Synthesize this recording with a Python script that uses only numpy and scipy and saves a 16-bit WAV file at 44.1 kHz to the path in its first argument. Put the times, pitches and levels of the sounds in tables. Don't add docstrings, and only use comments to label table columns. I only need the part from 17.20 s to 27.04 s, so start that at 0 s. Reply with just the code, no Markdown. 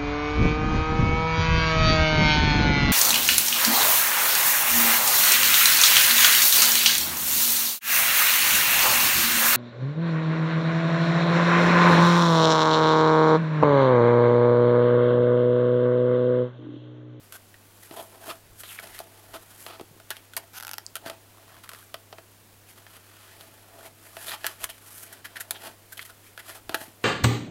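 import sys
import numpy as np
from scipy import signal
from scipy.fft import rfft, irfft
from scipy.io import wavfile
from scipy.ndimage import uniform_filter1d

SR = 44100
rng = np.random.default_rng(int(sys.argv[2]) if len(sys.argv) > 2 else 0)


def bounce(signal):
    frames = np.transpose(np.atleast_2d(signal))
    limited = np.clip(frames, -1, 1)
    pcm = np.round(limited * 32767).astype(np.int16)
    wavfile.write(sys.argv[1], SR, pcm)


N = 433944
TIME = np.arange(N) / SR
RING = 4096
ATTACK = 220
AGE = TIME[:RING]
TOP_HZ = 15800


# pitch_hz, density_db (per Hz)
AIR_SPECTRUM = [(25, -8), (70, -10.5), (350, -7.5), (900, -13.5), (5900, -21), (16000, -20.5)]
AIR_DB = -55.5
# pitch_hz, level_db (rms)
HUM_TONES = [(100.1, -61), (15519, -92)]

# pitch_hz, width_hz, level_db (relative, before filtering)
HOLLOW_MODES = [(221, 17, -3.5), (388, 120, -1), (663.6, 49, 5.5), (686, 300, 0.5), (858, 14, 5)]
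WALL_MODES = [(1275, 310, -5.5), (1463, 160, 5.5), (1690, 120, -1), (1865, 260, 4.5), (2450, 310, -0.5),
              (2750, 1200, -4), (3080, 550, 1), (3960, 460, -4.5), (4550, 740, -6)]
FIBRE_MODES = [(7400, 2900, -10.5), (11340, 4300, 10), (13650, 2100, -16)]
RIM_MODES = [(850, 180, 4.5), (1394, 140, 8), (2700, 1700, -10), (5140, 1800, -12.5), (10400, 1600, -12),
             (12800, 1500, -2.5)]

# firmest_s, swell_s, fade_s, level_db, hollow_db, hiss_db
RUB_STROKES = [(.65, 0.091, 0.055, -56.5, -8, 4.5), (.725, 0.012, 0.047, -50.5, 5.5, 1.5),
               (.81, 0.043, 0.058, -53.5, 6, 5), (.94, 0.019, 0.017, -54.5, 7, 1),
               (1.095, 0.056, 0.04, -45, 4.5, 2), (1.405, 0.012, 0.017, -50.5, -15, 9.5),
               (1.51, 0.085, 0.073, -51.5, -13, 7.5), (1.63, 0.018, 0.074, -49.5, 0.5, 0.5),
               (1.785, 0.077, 0.027, -46.5, -22, -0.5), (2.16, 0.35, 0.08, -57.5, 1.5, 1.5),
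               (2.33, 0.094, 0.042, -56.5, -5, 3.5), (2.42, 0.038, 0.076, -52.5, -6, 7),
               (2.51, 0.041, 0.09, -54, 3.5, -8), (2.92, .015, 0.078, -51.5, -22, -3),
               (3.19, 0.022, 0.04, -55, 3.5, -8), (3.9, 0.061, 0.045, -51.5, 6.5, -6),
               (4.36, 0.3, 0.11, -60.5, 0, -21), (4.58, 0.055, 0.078, -56, -14, 3.5),
               (5.5, 0.022, 0.03, -54, -18, 2), (5.58, 0.014, 0.041, -54.5, -2, -1),
               (5.765, 0.047, 0.012, -50.5, -8.5, -0.5), (6.02, 0.2, 0.32, -54, -14, -3.5),
               (6.22, 0.082, 0.14, -60.5, 4.5, 4.5), (6.595, 0.13, 0.049, -57, 6, -1),
               (6.661, 0.043, 0.017, -48.5, 4, 1.5), (6.88, 0.065, 0.034, -53.5, -3.5, 2.5),
               (7.058, 0.077, 0.045, -43, -5.5, 3), (7.135, 0.035, 0.02, -37, -18, -10),
               (7.275, 0.063, 0.06, -43, -6.5, -2), (7.432, 0.022, 0.019, -39.5, -4, 1.5),
               (7.71, 0.26, 0.036, -57, -19, -5), (7.82, 0.14, 0.04, -51.5, -11, 8.5),
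               (7.95, 0.083, 0.046, -52, -3, -3.5), (8.2, 0.15, 0.052, -54.5, -2, -8),
               (8.36, 0.059, 0.018, -55, 7, 3), (8.461, 0.042, 0.034, -42.5, 0, -1.5),
               (8.81, 0.11, 0.094, -57.5, -7, 4), (9.07, 0.051, .03, -55.5, -19, 2.5),
               (9.295, 0.036, 0.044, -43.5, -5.5, 0), (9.36, 0.021, 0.018, -48, 1, 1.5),
               (9.52, 0.011, 0.035, -47.5, 5.5, -7), (9.615, 0.045, 0.048, -46.5, 0, 2),
               (9.84, 0.016, .02, -50.5, -2, 0)]
PRESS_SHAPE = 1.16
# wall_db, hollow_db, hiss_db (all absolute)
FUR_TOUCH = (-70, -73.5, -65)
# start_s, length_s, level_db, hollow_db, hiss_db, spot_hz (touched spot)
CLAW_SCRAPES = [(0.12, 0.044, -50, -5.5, 1.5, 1550), (0.761, 0.049, -47.5, 6, -2, 3230),
                (1.09, 0.022, -37.5, -12, -13, 1335), (2.131, 0.034, -43.5, 0, -5, 1410),
                (2.474, 0.083, -49.5, -5, -21, 1320), (2.495, 0.016, -61, -14, -14, 2660),
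                (2.902, 0.012, -36, -27, -11, 1790), (3.851, 0.034, -42, -3, -6.5, 1640),
                (4.433, 0.0082, -47.5, -24, -4, 1340), (7.078, 0.031, -40, -9, 0, 3360),
                (7.121, 0.027, -38.5, -15, -6.5, 880), (7.49, 0.018, -44, -15, 1.5, 3020),
                (7.922, 0.011, -49.5, -26, 4.5, 1750), (8.043, 0.019, -39.5, -19, -5.5, 1910),
                (8.155, 0.02, -37.5, -31, -9.5, 1780), (8.199, 0.0123, -39, -19, 3, 1730),
                (8.344, 0.025, -45, -14, -15, 3200), (8.72, 0.0073, -47.5, -17, 3.5, 1560),
                (8.77, 0.01, -44, -15, -2, 3100), (8.809, 0.018, -47, -20, -1, 3180),
                (8.848, 0.012, -50, -26, 3, 1890.0), (8.89, 0.012, -49.5, -8, -4, 1500),
                (9.187, 0.016, -44.5, -13, -3.5, 2000)]
# start_s, level_db, hollow_db, hiss_db, spot_hz (touched spot)
TUBE_KNOCKS = [(0.124, -43, -17, 3, 1520), (0.3422, -47.5, -16, -13, 1860), (0.7105, -43.5, -2, -12, 1270),
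               (1.435, -39.5, -7.5, -10, 1420), (1.5975, -41, -4, -3, 1450), (1.79, -39.5, -11, 2.5, 4080),
               (1.8019, -44, 10, -2, 1370), (2.4644, -36, -3, -10, 1270), (2.5966, -44.5, 7, -13, 1370),
               (2.6104, -46, 3, -3.5, 1330), (2.8, -47.5, -2.5, -7, 1513), (2.905, -32, -6.5, 2, 3150),
               (2.9677, -41.5, -12, -5, 3080), (3.1355, -42, -20, -6, 1460),
               (3.1665, -34.5, -6.5, 8.5, 4460), (3.1692, -31, -29, -13, 4240),
               (3.1752, -33.5, -13.5, 3.5, 955), (3.7551, -31.5, -16, 0.5, 1420),
               (3.766, -37, -7.5, -1, 1500), (3.861, -37.5, 3, -8, 1410), (3.8986, -34, -2.5, -5.5, 1320),
               (4.4919, -37.5, -16, -2.5, 1430), (4.5165, -45, -11, -5, 1700), (4.534, -42, -9, -4, 1380),
               (4.548, -44, -15, -9, 1900), (4.5882, -50.5, -5, 0, 1220), (4.7426, -32, -3.5, -8, 1360),
               (4.9272, -41.5, 2, -15, 1360), (4.9838, -43, 0, -16, 1570), (5.666, -45, -8, -14.2, 1740),
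               (6.2096, -44.5, -5, -7, 3400), (6.9683, -37, -1, -8, 1460), (7.083, -36.5, -8, -6, 3500),
               (7.118, -33, -23, -11, 1660), (7.244, -26.5, -6.5, -14, 1630), (7.2489, -37, -8, -13, 1470),
               (7.26, -35, -6, -5, 1760), (7.2662, -26, -30, 2, 1730), (7.4406, -30.5, -31, -22, 1130),
               (7.442, -30.5, -26, 5.5, 2000), (7.4917, -44, -2, -9, 3100), (8.3087, -28.5, -10, 5, 3500),
               (8.793, -32, -29, -19, 1920), (9.1768, -36.5, -10.5, -10, 1670), (9.2945, -40, -5, -8, 1800),
               (9.494, -32, -1, -8, 1510), (9.5443, -21, -7, -11, 1620), (9.5482, -30, -3, 0, 3340),
               (9.614, -48, 2, -6, 1210)]
# start_s, level_db, pitch_hz (thud)
FLOOR_BUMPS = [(.7105, -38.5, 342), (2.6118, -38, 370), (2.71, -51, 170), (2.765, -51, 380),
               (3.861, -39, 304), (9.495, -38, 330), (9.543, -34.5, 410), (9.614, -40, 352),
               (9.68, -47, 284)]
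# peak_s, level_db
HANDLING_RUMBLES = [(1.3, -54.5), (1.76, -59), (2.13, -56), (7.46, -57), (9.48, -54)]
# time_s, pitch_hz (resonance), level_db
SWIPE_PATH = [(1.44, 3500, -46), (1.475, 3700, -56.5), (1.527, 2400, -43.5), (1.543, 2050, -53),
              (1.584, 2450, -50.5), (1.591, 1950, -33.5), (1.6, 1550, -47)]

CREAK_START_S, CREAK_END_S, CREAK_HZ = 3.334, 3.387, 255
CREAK_START_DB, CREAK_END_DB = -51, -38
BITE_SNAPS = [3.4004, 3.408, 3.4261, 3.4338, 3.4494, 3.4688, 3.4798, 3.4926, 3.5132, 3.5341, 3.5399, 3.5826]
SNAP_DB, SNAP_HOLD_S, SNAP_DB_PER_DOUBLING, JAW_DB_PER_S = -38.5, 0.016, 1.5, 26.5
# start_s, level_db
TEETH_TICKS = [(3.6645, -34)]
# start_s, end_s, rate_hz (ticks), level_db (each tick is set 10 to 18 dB lower)
GNAW_SPELLS = [(4.133, 4.207, 43, -41), (4.279, 4.4, 88, -39.5), (4.447, 4.64, 70, -40)]


def undb(db):
    return 10 ** (np.asarray(db) / 20)


def unit(x, size=None):
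    return x / np.sqrt(np.mean(x[:size] ** 2))


def add(out, s, x):
    i = max(int(s * SR), 0)
    out[i:i + len(x)] += x[:max(len(out) - i, 0)]


def through(x, response):
    return signal.fftconvolve(x, response)[:len(x)]


def cut(x, hz, kind, order=2):
    return signal.sosfilt(signal.butter(order, hz, kind, fs=SR, output="sos"), x)


def ring(modes, low_hz):
    x = np.zeros(RING)
    for hz, width_hz, db in modes:
        decay = np.exp(-np.pi * width_hz * AGE)
        x += undb(db) * width_hz * decay * np.cos(2 * np.pi * hz * AGE)
    x = cut(x, low_hz, "high", order=3)
    x = cut(x, modes[-1][0] * 1.046, "low", order=3)
    return x / np.linalg.norm(x)


def wall_at(wall, spot_hz, spot_db, q):
    spot = np.exp(-np.pi * spot_hz / q * AGE) * np.cos(2 * np.pi * spot_hz * AGE)
    spot = cut(spot, spot_hz * 2, "low", order=1)
    both = wall + undb(spot_db) * spot / np.linalg.norm(spot)
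    return both / np.linalg.norm(both)


def walk(rate):
    k = int(SR / rate)
    steps = np.repeat(rng.standard_normal(N // k + 1), k)
    return unit(uniform_filter1d(steps, k)[:N])


def friction(rate, spread_db, jerk_db):
    caught = rng.random(N) < rate / SR
    size_db = spread_db * np.minimum(rng.exponential(size=N), 4)
    clicks = caught * undb(size_db) * rng.choice([-1, 1], N)
    return unit(clicks * undb(jerk_db * walk(130)))


def press(late_s, swell_s, fade_s):
    side_s = np.where(late_s < 0, swell_s, fade_s)
    return np.exp(-np.abs(late_s / side_s) ** PRESS_SHAPE)


def background(air_db):
    hz, db = np.transpose(AIR_SPECTRUM)
    bins_hz = np.maximum(np.fft.rfftfreq(N, 1 / SR), 1)
    shape = undb(np.interp(np.log(bins_hz), np.log(hz), db))
    air = irfft(rfft(rng.standard_normal(N)) * shape, N)
    hum = sum(undb(db) * np.sqrt(2) * np.sin(2 * np.pi * hz * TIME) for hz, db in HUM_TONES)
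    return unit(air) * undb(AIR_DB + air_db) + hum


def rubbing(tube, spot_hz=1700, roam=.25, roam_rate=20, width_hz=170, spot_db=-6, wall_db=-1):
    grains = friction(rate=4500, spread_db=2.0, jerk_db=2.0)
    powers = [np.full(N, undb(db) ** 2) for db in FUR_TOUCH]
    for s, swell_s, fade_s, db, hollow_db, hiss_db in RUB_STROKES:
        start = max(s - 4 * swell_s, 0)
        stroke = press(np.arange(start - s, 4 * fade_s, 1 / SR), swell_s, fade_s)
        for power, part_db in zip(powers, (0, hollow_db, hiss_db)):
            add(power, start, (stroke * undb(db + part_db)) ** 2)
    wall, hollow, fibres = (through(grains * np.sqrt(power), part) for power, part in zip(powers, tube))
    roaming_hz = spot_hz * np.exp(roam * walk(roam_rate))
    phase = 2 * np.pi * np.cumsum(roaming_hz) / SR
    spot = unit(cut(grains, width_hz, "low") * np.cos(phase)) * np.sqrt(powers[0])
    return undb(wall_db) * wall + undb(spot_db) * spot + hollow + fibres


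def scraping(tube, rise_s=0.0043, release_s=0.0066):
    wall, hollow, fibres = tube
    grains = friction(rate=2800, spread_db=2.0, jerk_db=0.5)
    out = np.zeros(N)
    for s, length_s, db, hollow_db, hiss_db, spot_hz in CLAW_SCRAPES:
        count, i = int(length_s * SR), int(s * SR)
        t = TIME[:count + RING]
        dig_in = 1 - np.exp(-t / rise_s)
        lift_off = np.exp(-np.maximum(t - length_s, 0) / release_s)
        stroke = grains[i:i + len(t)] * dig_in * lift_off
        touched = wall_at(wall, spot_hz, spot_db=1.0, q=9.7)
        for part, part_db in ((touched, 0), (hollow, hollow_db), (fibres, hiss_db)):
            add(out, s, unit(through(stroke, part), count) * undb(db + part_db))
    return out


def knocking(tube, crush=0.088, crush_s=0.0051, point_hz=420):
    wall, hollow, fibres = tube
    hollow = cut(hollow, point_hz, "high")
    out = np.zeros(N)
    for s, db, hollow_db, hiss_db, spot_hz in TUBE_KNOCKS:
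        push = crush * rng.standard_normal(RING) * np.exp(-AGE / crush_s)
        push[0] = 1
        touched = wall_at(wall, spot_hz, spot_db=1.0, q=7.2)
        for part, part_db in ((touched, 0), (hollow, hollow_db), (fibres, hiss_db)):
            add(out, s, unit(through(push, part), ATTACK) * undb(db + part_db))
    return out


def disperse(x, lag, order=5):
    for _ in range(order):
        x = signal.lfilter([-lag, 1], [1, -lag], x)
    return x


def room(x, wet_db, low_t60=0.19, high_t60=0.12, high_db=-3, split_hz=2500, gap_s=0.0037):
    t = TIME[:SR // 2]
    noise = rng.standard_normal(len(t)) * (t > gap_s)
    low = cut(noise, split_hz, "low", order=1)
    high = undb(high_db) * (noise - low)
    tail = low * np.exp(-np.log(1000) * t / low_t60) + high * np.exp(-np.log(1000) * t / high_t60)
    return x + undb(wet_db) * through(x, tail / np.linalg.norm(tail))


def bumping(q=1.7):
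    out = np.zeros(N)
    for s, db, hz in FLOOR_BUMPS:
        thud = ring([(hz, hz / q, 0)], low_hz=90)
        add(out, s, unit(thud, ATTACK) * undb(db))
    return out


def handling(swell_s=0.065, fade_s=0.056, top_hz=45):
    low = cut(rng.standard_normal(N), top_hz, "low")
    rumble = unit(cut(low, 25, "high"))
    return rumble * sum(undb(db) * press(TIME - s, swell_s, fade_s) for s, db in HANDLING_RUMBLES)


def swiping(tube, width_hz=560, wall_db=-7):
    s, hz, db = np.transpose(SWIPE_PATH)
    grains = friction(rate=890, spread_db=-0.8, jerk_db=0.5)
    phase = 2 * np.pi * np.cumsum(np.interp(TIME, s, hz)) / SR
    glide = unit(cut(grains, width_hz, "low") * np.cos(phase))
    rasp = glide + undb(wall_db) * through(grains, tube[0])
    return rasp * undb(np.interp(TIME, s, db)) * (TIME > s[0]) * (TIME < s[-1])


def slips(uneven=.04):
    creak = np.arange(CREAK_START_S, CREAK_END_S, 1 / CREAK_HZ)
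    creak = creak + uneven * rng.standard_normal(len(creak)) / CREAK_HZ
    creak_db = np.interp(creak, (CREAK_START_S, CREAK_END_S), (CREAK_START_DB, CREAK_END_DB))
    snaps = np.array(BITE_SNAPS)
    held_s = np.maximum(np.diff(snaps, prepend=CREAK_END_S), 1 / CREAK_HZ)
    hold_db = SNAP_DB_PER_DOUBLING * np.log2(held_s / SNAP_HOLD_S)
    jaw_db = JAW_DB_PER_S * (snaps - CREAK_END_S)
    return [*zip(creak, creak_db), *zip(snaps, SNAP_DB + hold_db + jaw_db)]


def biting(tear=0.17, tear_s=0.0016, bite_db=1.0):
    rim = ring(RIM_MODES, low_hz=690)
    out = np.zeros(N)
    for s, db in slips():
        push = tear * cut(rng.standard_normal(RING), 2800, "high") * np.exp(-AGE / tear_s)
        push[0] += 1
        touched = wall_at(rim, rng.uniform(1370, 3000), spot_db=-13, q=14)
        add(out, s, unit(through(push, touched), ATTACK) * undb(db + bite_db))
    return out


def tooth_ticking():
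    modes = [(4770, 470, -10), (7400, 3300, -19)]  # pitch_hz, width_hz, level_db
    tooth = cut(ring(modes, low_hz=4400), 4400, "high", order=6)
    out = np.zeros(N)
    for s, db in TEETH_TICKS:
        add(out, s, unit(tooth, ATTACK) * undb(db))
    return out


def gnawing(tube, spread_db=4, hiss_db=-7, low_hz=1050, high_hz=2000):
    wall, _, fibres = tube
    out = np.zeros(N)
    for start, end, rate, db in GNAW_SPELLS:
        draws = rng.random((int((end - start) * rate), 3))
        for k, (late, size, place) in enumerate(draws):
            spot_hz = low_hz * (high_hz / low_hz) ** (place ** 2)
            touched = wall_at(wall, spot_hz, spot_db=13, q=7.1)
            tick = unit(touched + undb(hiss_db) * fibres, ATTACK)
            tick_db = db + spread_db * (2 * size - 4.5)
            add(out, start + (k + late) / rate, tick * undb(tick_db))
    return out


def scene():
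    tube = ring(WALL_MODES, low_hz=825), ring(HOLLOW_MODES, low_hz=196), ring(FIBRE_MODES, low_hz=6000)
    sliding = undb(-0.5) * rubbing(tube) + undb(0.18) * scraping(tube) + swiping(tube)
    hits = undb(-0.38) * knocking(tube) + biting() + tooth_ticking() + gnawing(tube)
    mix = sliding + disperse(hits, lag=0.57) + bumping() + handling()
    return (room(mix, wet_db=-14.5) + background(air_db=0.0))[None]


def record(dry):
    return signal.sosfilt(signal.ellip(10, .2, 70, TOP_HZ, fs=SR, output="sos"), dry)


dry = scene()
out = record(dry)
bounce(out)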